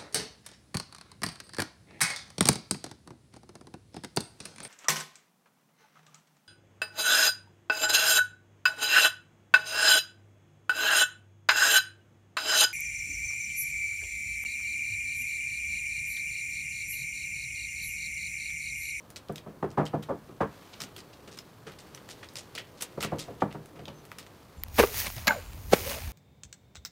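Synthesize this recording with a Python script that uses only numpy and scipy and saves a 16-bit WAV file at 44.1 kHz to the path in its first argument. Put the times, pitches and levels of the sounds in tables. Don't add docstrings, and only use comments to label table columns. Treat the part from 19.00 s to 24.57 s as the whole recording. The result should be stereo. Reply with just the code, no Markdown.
import sys
import numpy as np
from scipy import signal
from scipy.io import wavfile
from scipy.ndimage import uniform_filter1d

SR = 44100
rng = np.random.default_rng(int(sys.argv[2]) if len(sys.argv) > 2 else 0)


def put_to_file(sound):
    columns = np.atleast_2d(sound).T
    safe = np.clip(columns, -1, 1)
    whole_steps = np.round(safe * 32767)
    wavfile.write(sys.argv[1], SR, whole_steps.astype(np.int16))


N = 245629
TIME = np.arange(N) / SR
EDGES = np.geomspace(25, 18000, 21)
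CENTRES = np.sqrt(EDGES[1:] * EDGES[:-1])
BANK = [signal.butter(2, edge, "band", fs=SR, output="sos") for edge in zip(EDGES, EDGES[1:])]

# t/s, slap level/dB, landing time/s, dull above f/Hz, knock level/dB,
# knock's starting f/Hz, tray level/dB, f/Hz favoured by the spot struck
HAND_PATS = [(0.294, -36, 0.0024, 1120, -36, 464, -32, 152),
             (0.461, -39.5, 0.0057, 790, -43.5, 630, -37.5, 153),
             (0.626, -24, 0.002, 1440, -48, 560, -32, 210),
             (0.637, -30.5, 0.0053, 1250, -29.5, 470, -61, 300),
             (0.772, -22, 0.012, 1330, -31.5, 606, -20, 149), (0.931, -28, 0.01, 930, -35, 856, -23.5, 180),
             (1.085, -30.5, 0.013, 1070, -32, 699.5, -28.5, 213),
             (1.283, -51, 0.0095, 690, -47.5, 422, -48.5, 152),
             (1.404, -20.5, 0.008, 1520, -25.5, 625, -30, 205),
             (1.808, -49, 0.012, 453, -55, 450, -48, 300), (1.97, -67, 0.0075, 500, -48.5, 460, -63, 400),
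             (2.272, -51.5, 0.007, 700, -54, 447, -50, 400),
             (2.664, -46, 0.0056, 1400, -42, 500, -45.5, 480),
             (3.974, -33.5, 0.0037, 850, -39, 633, -34, 211),
             (4.041, -41, 0.0056, 1100, -53, 535, -30.5, 211),
             (4.117, -29.5, 0.0092, 1010, -34, 738.3, -29, 152),
             (4.276, -41, 0.011, 810, -46, 738, -38.5, 175),
             (4.419, -16.5, 0.0029, 1350, -21, 830, -27.5, 150),
             (4.545, -37, 0.0046, 1090, -50, 453, -34.5, 152),
             (4.751, -53, 0.0077, 600, -55, 443, -47, 300), (4.785, -50.5, 0.012, 700, -48, 571, -36, 117),
             (4.873, -40.5, 0.0085, 940, -50, 567, -42, 152)]
USUAL_SLAP_DB = -30
# f/Hz, level/dB, t60/s
TRAY_MODES = [(74.5, -8, 0.16), (116.6, -11, 0.38), (152.1, -2, 0.33), (208.9, 0, 0.23), (297, -6, 0.28),
              (401.7, -0.5, 0.15), (478, -7, 0.3), (529.5, 0, 0.084), (677, -0.5, 0.092), (715, 6.5, 0.036),
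              (971, -18.5, 0.3), (1166, 7, 0.036), (1333, -22, 0.13), (1524, -14, 0.17), (1710, -15, 0.3)]
# f/Hz, level/dB
MOIST_TREBLE = [(9500, 2), (12500, -7), (16500, -6)]
# f/Hz, correlation
CLOSE = [(100, 1), (600, 0.87), (1400, 0.31), (3000, 0.15), (12000, -0.33)]
DIFFUSE = [(60, 0.99), (130, 0.93), (290, 0.87), (640, 0.72), (1400, 0.016), (3000, -0.047),
           (12000, -0.033)]


def from_db(db):
    return 10 ** (np.asarray(db) / 20)


def at_hz(points, hz=CENTRES):
    f, value = np.transpose(points)
    return np.interp(np.log(hz), np.log(f), value)


def in_time(points):
    return np.interp(TIME, *np.transpose(points))


def add(out, s, sound):
    start = int(s * SR)
    out[:, start:start + sound.shape[-1]] += sound[..., :N - start]


def pan(x, left_db):
    return np.array([x[0] * from_db(left_db / 2), x[1] * from_db(-left_db / 2)])


def band_pair(k, envelope, likeness):
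    alike = np.clip(at_hz(likeness, CENTRES[k]), -.99, .99)
    pair = signal.sosfilt(BANK[k], rng.standard_normal((2, len(envelope))) * envelope + 1e-18)
    mid, side = pair / np.sqrt(np.sum(pair ** 2, axis=1, keepdims=True))
    return np.sqrt((1 + alike) / 2) * mid + np.sqrt((1 - alike) / 2) * side * [[1], [-1]]


def coloured(envelope, band_db, likeness):
    power = from_db(band_db) ** 2 * np.diff(EDGES)
    gains = np.sqrt(power / power.sum() * np.sum(envelope ** 2))
    return sum(gain * band_pair(k, envelope, likeness) for k, gain in enumerate(gains))


def swell(rise_s, roundness=1):
    t = TIME[:SR // 6] / rise_s
    return (t * np.exp(1 - t)) ** roundness


def grains(length, per_s, spread_db, grain_s):
    sizes = from_db(spread_db * np.minimum(rng.exponential(1, length), 4))
    snaps = (rng.random(length) < per_s / SR) * sizes ** 2
    power = signal.lfilter([1], [1, -np.exp(-2 / (grain_s * SR))], snaps + 1e-9)
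    return np.sqrt(power / power.mean())


def hump(centre_hz, octaves, skirt_db):
    return -skirt_db * np.log2(1 + (np.log2(CENTRES / centre_hz) / octaves) ** 2)


def resonance(x, hz, width_hz):
    r = np.exp(-np.pi * width_hz / SR)
    feedback = [1, -2 * r * np.cos(2 * np.pi * hz / SR), r * r]
    return signal.lfilter(np.array([1, 0, -1]) * (1 - r * r) / 2, feedback, x + 1e-18)


def room_tone(level_db):
    # f/Hz, density/dB
    floor = [(25, -35), (50, -13), (95, 7.5), (145, 1.5), (250, -4.5), (320, -3), (590, -5.5), (800, -11),
             (1230, -5), (2200, -27), (5000, -26), (10500, -26), (13600, -27), (16000, -24)]
    return coloured(np.full(N, from_db(level_db)), at_hz(floor), DIFFUSE)


def sliding(hiss_gain_db, rub_db, press_db, press_s):
    # t/s, level/dB
    brushing = [(0.0, -64.5), (0.7, -67), (0.82, -65.5), (1.26, -64), (1.38, -64.5), (1.61, -56),
                (1.81, -57.5), (1.95, -61), (2.71, -62.5), (2.87, -58.5), (3.23, -58.5), (3.32, -60.5),
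                (3.83, -60), (4.24, -57.5), (4.53, -62.5), (4.75, -64), (5.04, -61.5), (5.57, -61)]
    # f/Hz, density/dB
    rub_spectrum = [(60, -2.5), (150, 4.5), (400, -1.5), (800, -8.5), (1500, -12.5), (3000, -25),
                    (12000, -81)]
    hiss_spectrum = [(60, -1), (800, 8), (2000, 5), (4500, 3), (7000, -4.5), (11000, -8), (16000, -6.5)]
    hiss_db = in_time(brushing)
    rub_power = from_db(rub_db + 0.16 * (hiss_db - hiss_db.mean())) ** 2
    for s, slap_db, *_ in HAND_PATS:
        t = np.maximum(TIME - s, 0) / press_s
        press = from_db(press_db + 0.21 * (slap_db - USUAL_SLAP_DB)) * t * np.exp(1 - t)
        rub_power += press ** 2
    rub = coloured(np.sqrt(rub_power), at_hz(rub_spectrum), DIFFUSE)
    fibres = grains(N, per_s=2400, spread_db=3.0, grain_s=0.0048)
    return rub + coloured(from_db(hiss_db + hiss_gain_db) * fibres, at_hz(hiss_spectrum), DIFFUSE)


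def leaning(centre_hz, octaves):
    # t/s, level/dB
    murmur_levels = [(0, -65.5), (1.5, -66), (1.88, -67.5), (2.35, -55.5), (2.55, -76), (2.85, -62.5),
                     (3.0, -57), (3.4, -64), (3.75, -57.5), (4.5, -56.5), (4.95, -58), (5.3, -68)]
    friction = coloured(np.ones(N), np.zeros(len(CENTRES)), DIFFUSE)
    murmur = 0
    for k, (hz, *_) in enumerate(TRAY_MODES):
        weight = (-1) ** k / (1 + (np.log2(hz / centre_hz) / octaves) ** 4)
        murmur += weight * resonance(friction, hz, width_hz=50)
    return from_db(in_time(murmur_levels)) * murmur / murmur.std()


def ticks(gain_db, snap_s, settle_db, settle_s, ring_cycles):
    # t/s, level/dB, centre f/Hz, width/octaves, crisp top/dB, ring/dB
    snaps = [(0.103, -38, 9200, 2.5, 4, -4), (0.16, -32, 4000, 0.58, -17, -10),
             (0.285, -42, 3440, 0.82, -14, -21), (0.165, -34, 4500, 1.2, -11, -10),
             (0.323, -46, 11600, 0.5, -24, -20), (0.358, -33, 4120, 1.1, -9, -6),
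             (0.381, -37, 3390, 0.9, -12, -6), (0.704, -45, 5100, 0.49, -18, -12),
             (0.714, -44.5, 4500, 1.4, -18, -16), (0.854, -39, 5300, .93, -16, -19),
             (0.866, -37.5, 3100, 0.28, -19, 3.5), (1.028, -43, 3270, 1.5, 2, -4),
             (1.804, -33.5, 5360, 0.37, -19, -2), (1.818, -27.5, 5020, 0.7, -12, 0),
             (1.829, -43, 4500, 1.4, -14, -12), (1.837, -31.5, 3930, 1.9, -13, -14),
             (1.964, -35, 3230, 0.74, -5, -1), (1.989, -37, 4600, 1.2, -20, -8),
             (2.004, -43, 4730, 0.9, -19, 3), (2.388, -33, 5150, 0.47, -11, 3.5),
             (2.389, -39, 2840, 0.54, -32, -0.5), (2.668, -41.5, 1720, 1.4, -20, -22),
             (2.719, -46, 3200, 0.67, -4, -11), (2.948, -35.5, 5900, 6.3, -24, 3.5),
             (2.975, -39.5, 2160, 1.2, -18, -9), (3.089, -36, 2530, 1.8, -13, -12),
             (3.098, -40.5, 2960, 3, -13, -16), (3.231, -47, 1690, 1.1, -20, -8),
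             (3.244, -42.5, 2400, 1.9, -18, -10), (3.288, -42.5, 4900, 0.64, -24, 1),
             (3.336, -46, 11000, 0.72, -23, -23), (3.356, -31, 5000, 4.2, -13, 1),
             (3.369, -41, 5000, 0.6, -14, 10), (3.551, -30, 5130, 0.91, -9, -16),
             (3.559, -44, 3500, 1.4, -16, -11), (3.578, -27.5, 2370, 0.41, -27, -7),
             (3.581, -34, 3200, 0.69, -9, -26), (3.813, -34, 11500, 0.44, -18, -17),
             (3.823, -24.5, 9900, 0.92, -13, 6), (4.005, -39, 5460, 0.83, -18, -14),
             (4.019, -31, 5000, 2, -4, -16), (4.027, -20, 2020, 1.8, -5, -21),
             (4.036, -31, 2740, 0.99, -5, -3), (4.047, -27.5, 1180, 5.3, -18, -18),
             (4.192, -32, 3180, 1.8, 12, -4), (4.526, -41.5, 3470, 1.4, -15, -14),
             (4.658, -44, 10700, 0.53, 1, -20), (4.855, -38.5, 3400, 0.44, -19, -2),
             (4.881, -34.5, 3260, 0.42, -23, -8), (5.052, -41, 7900, 2.2, 2, -17),
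             (5.116, -33.5, 1590, 0.88, -15, -30), (5.185, -32, 3560, 2, -2, -24),
             (5.228, -46, 4000, 1.2, -16, -7)]
    out, t = np.zeros((2, N)), TIME[:SR // 25]
    snap = swell(snap_s)[:len(t)]
    for s, db, centre_hz, octaves, crisp_db, ring_db in snaps:
        crumbs = grains(len(t), per_s=1000, spread_db=-0.5, grain_s=0.002) * np.exp(-t / settle_s)
        colour_db = np.maximum(hump(centre_hz, octaves, skirt_db=7.0) + at_hz(MOIST_TREBLE), crisp_db)
        crack = coloured(snap + from_db(settle_db) * crumbs, colour_db, CLOSE)
        ring = np.exp(-t * centre_hz / ring_cycles) * np.sin(2 * np.pi * centre_hz * t)
        add(out, s, from_db(db + gain_db) * (crack + from_db(ring_db) * ring))
    return out


def on_tray(snaps, ring_db, min_width_hz):
    # f/Hz, width/Hz, level/dB
    upper_modes = [(1290, 140, 2.5), (1450, 64, -3), (1890, 160, -5.5), (2040, 220, -15), (2510, 51, -6),
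                   (2890, 140, -9), (3200, 51, -14), (3620, 55, -6), (5130, 200, -10)]
    return snaps + sum(from_db(db + ring_db) * resonance(snaps, hz, max(width, min_width_hz))
                       for hz, width, db in upper_modes)


def peels(gain_db):
    # t/s, level/dB, rise/s, centre f/Hz, width/octaves
    lifts = [(0.16, -44.5, 0.0053, 4200, 2.1), (0.375, -47, 0.0026, 3450, 1.7),
             (0.854, -45, 0.0087, 2920, 2.2), (1.023, -48.5, 0.0067, 3140, 1.9),
             (1.729, -45.5, 0.0052, 3450, 1.06), (1.801, -39, 0.0071, 2580, 4),
             (1.975, -47, 0.0062, 3600, 2.4), (2.128, -54, 0.0067, 3670, 1.2),
             (2.272, -50, 0.0071, 2160, 2.8), (2.311, -52, 0.016, 4200, 1.4),
             (2.37, -46.5, 0.0042, 3370, 3.6), (2.663, -48, 0.014, 1500, 2.6),
             (2.713, -55, 0.012, 2980, 1.2), (2.785, -48.5, 0.0085, 4200, 1.9),
             (3.098, -44.5, 0.0093, 4460, 1.6), (3.226, -45, 0.0056, 1850, 1.8),
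             (3.361, -40.5, .014, 4700, 1.9), (3.549, -40, 0.0066, 3340, 1.2),
             (3.578, -39.5, 0.0085, 2930, 1.37), (3.766, -55.5, 0.028, 4460, 1.6),
             (3.806, -37.5, 0.0098, 7400, 9.7), (3.82, -33, 0.004, 8000, 4.6),
             (4.002, -37.5, 0.0075, 3000, 2.6), (4.023, -34, .011, 2300, 2.2),
             (4.183, -39, 0.015, 4470, 1.6), (4.402, -48.5, 0.0057, 2760, 2),
             (4.505, -52, 0.007, 2600, 0.73), (4.754, -57, 0.0077, 1680, 1.7),
             (4.789, -53, 0.0049, 2020, 1.8), (4.878, -55, 0.0026, 3050, 0.87),
             (5.184, -47.5, 0.0086, 3060, 3.2), (5.263, -51.5, 0.0031, 2480, 2.8)]
    out = np.zeros((2, N))
    body_db = 2 + hump(centre_hz=530, octaves=0.49, skirt_db=7.0)
    for s, db, rise_s, centre_hz, octaves in lifts:
        pull = swell(rise_s)
        crackle = pull * grains(len(pull), per_s=900, spread_db=1.5, grain_s=0.0005)
        crackle *= np.sqrt(np.sum(pull ** 2) / np.sum(crackle ** 2))
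        colour_db = np.maximum(hump(centre_hz, octaves, skirt_db=14.0) + at_hz(MOIST_TREBLE), body_db)
        add(out, s, from_db(db + gain_db) * coloured(crackle, colour_db, CLOSE))
    return out


def slaps(steepness, knock_gain_db):
    # f/Hz, density/dB
    slap_spectrum = [(35, -51), (70, -8.5), (150, -0.5), (230, 4), (340, 0.5), (520, 2.5), (800, 0.5),
                     (1150, 0), (1900, -11), (4000, -11.5), (12000, 4.5)]
    out = np.zeros((2, N))
    for s, slap_db, land_s, dull_hz, knock_db, knock_hz, *_ in HAND_PATS:
        softness_db = -10 * np.log10(0.5 + (CENTRES / dull_hz) ** steepness)
        slap = coloured(swell(land_s, roundness=0.7), at_hz(slap_spectrum) + softness_db, CLOSE)
        knock = from_db(knock_db + knock_gain_db) * pocket_knock(knock_hz, land_s)
        add(out, s, from_db(slap_db) * slap + pan([knock, knock], left_db=2.5))
    return out


def pocket_knock(hz, land_s, sag_octaves_per_s=15.93, min_decay_s=0.0068):
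    t = TIME[:SR // 6]
    envelope = (1 - np.exp(-t / land_s)) ** 2 * np.exp(-t / (min_decay_s + land_s))
    tone = np.sin(2 * np.pi * np.cumsum(hz * 2 ** (-sag_octaves_per_s * t)) / SR)
    return np.sqrt(2) * tone * envelope / envelope.max()


def crunches(usual_db, rise_s, centre_hz, octaves):
    out, press = np.zeros((2, N)), swell(rise_s)
    for s, slap_db, *_ in HAND_PATS:
        crackle = press * grains(len(press), per_s=310, spread_db=-4.0, grain_s=0.0021)
        level = from_db(usual_db + 0.18 * (slap_db - USUAL_SLAP_DB))
        add(out, s, level * coloured(crackle, hump(centre_hz, octaves, skirt_db=4.5), CLOSE))
    return out


def tray_ring(gain_db, spot_db, spot_octaves):
    out, t = np.zeros((2, N)), TIME[:SR // 2]
    for s, _, land_s, dull_hz, _, _, tray_db, spot_hz in HAND_PATS:
        ring = 0
        for k, (hz, db, t60) in enumerate(TRAY_MODES):
            favour_db = spot_db * np.exp(-(np.log2(hz / spot_hz) / spot_octaves) ** 2)
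            strength = from_db(db + favour_db) / np.sqrt(1 + (hz / dull_hz) ** 4)
            ring += (-1) ** k * strength * from_db(-60 * t / t60) * np.sin(2 * np.pi * hz * t)
        loading = 1 - np.exp(-t / land_s)
        add(out, s + land_s / 2, from_db(tray_db + gain_db) * ring * loading)
    return out


def squeak(at_s, length_s, start_hz, fall_hz, waver_hz, level_db):
    t = np.clip(TIME - at_s, 0, length_s)
    waver = uniform_filter1d(rng.standard_normal(N), size=100)
    hz = start_hz - fall_hz * (t / length_s) ** 2 + waver_hz * waver / waver.std()
    envelope = np.sqrt(np.abs(np.sin(np.pi * t / length_s)))
    return from_db(level_db) * envelope * np.sin(2 * np.pi * np.cumsum(hz) / SR)


def kitchen_echoes(x, bass_db, treble_db, wall_s):
    # f/Hz, t60/s
    decay_times = [(100, 0.12), (500, 0.13), (2000, 0.35), (5000, 0.086), (12000, 0.06)]
    t, response = TIME[:SR // 2], 0
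    arrival = 1 - np.exp(-(t / wall_s) ** 4)
    wet_db = at_hz([(500, bass_db), (3000, treble_db)])
    for k, t60 in enumerate(at_hz(decay_times)):
        share = np.sqrt(2 * (EDGES[k + 1] - EDGES[k]) / SR)
        response += from_db(wet_db[k]) * share * band_pair(k, arrival * from_db(-60 * t / t60), DIFFUSE)
    return signal.fftconvolve(x, response, axes=1)[:, :N]


def scene():
    # t/s, left minus right/dB
    hand_side = [(0, 1.5), (0.9, -1), (2.4, 0), (3.7, 0.5), (5.2, 1.5)]
    background = room_tone(level_db=-55)
    background += sliding(hiss_gain_db=3.0, rub_db=-59, press_db=-51.5, press_s=0.04)
    background += leaning(centre_hz=376, octaves=0.86)
    snaps = ticks(gain_db=-1.0, snap_s=0.00045, settle_db=-10.5, settle_s=0.01, ring_cycles=7.6)
    snaps += peels(gain_db=1.5)
    snaps += crunches(usual_db=-55, rise_s=0.009, centre_hz=1100, octaves=0.5)
    hands = pan(on_tray(snaps, ring_db=-1.0, min_width_hz=60), in_time(hand_side))
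    hands += pan(slaps(steepness=5.45, knock_gain_db=-2.0), left_db=1.0)
    hands += squeak(at_s=4.94, length_s=0.073, start_hz=6240, fall_hz=270, waver_hz=30, level_db=-62)
    ringing = pan(tray_ring(gain_db=-3.5, spot_db=2, spot_octaves=0.33), left_db=2.5)
    echoes = kitchen_echoes(hands, bass_db=-9.0, treble_db=-8.5, wall_s=0.0057)
    return hands + ringing + echoes + pan(background, left_db=1.5)


def record(dry):
    return signal.sosfilt(signal.ellip(8, .1, 80, 15400, fs=SR, output="sos"), dry)


dry = scene()
out = record(dry)
put_to_file(out)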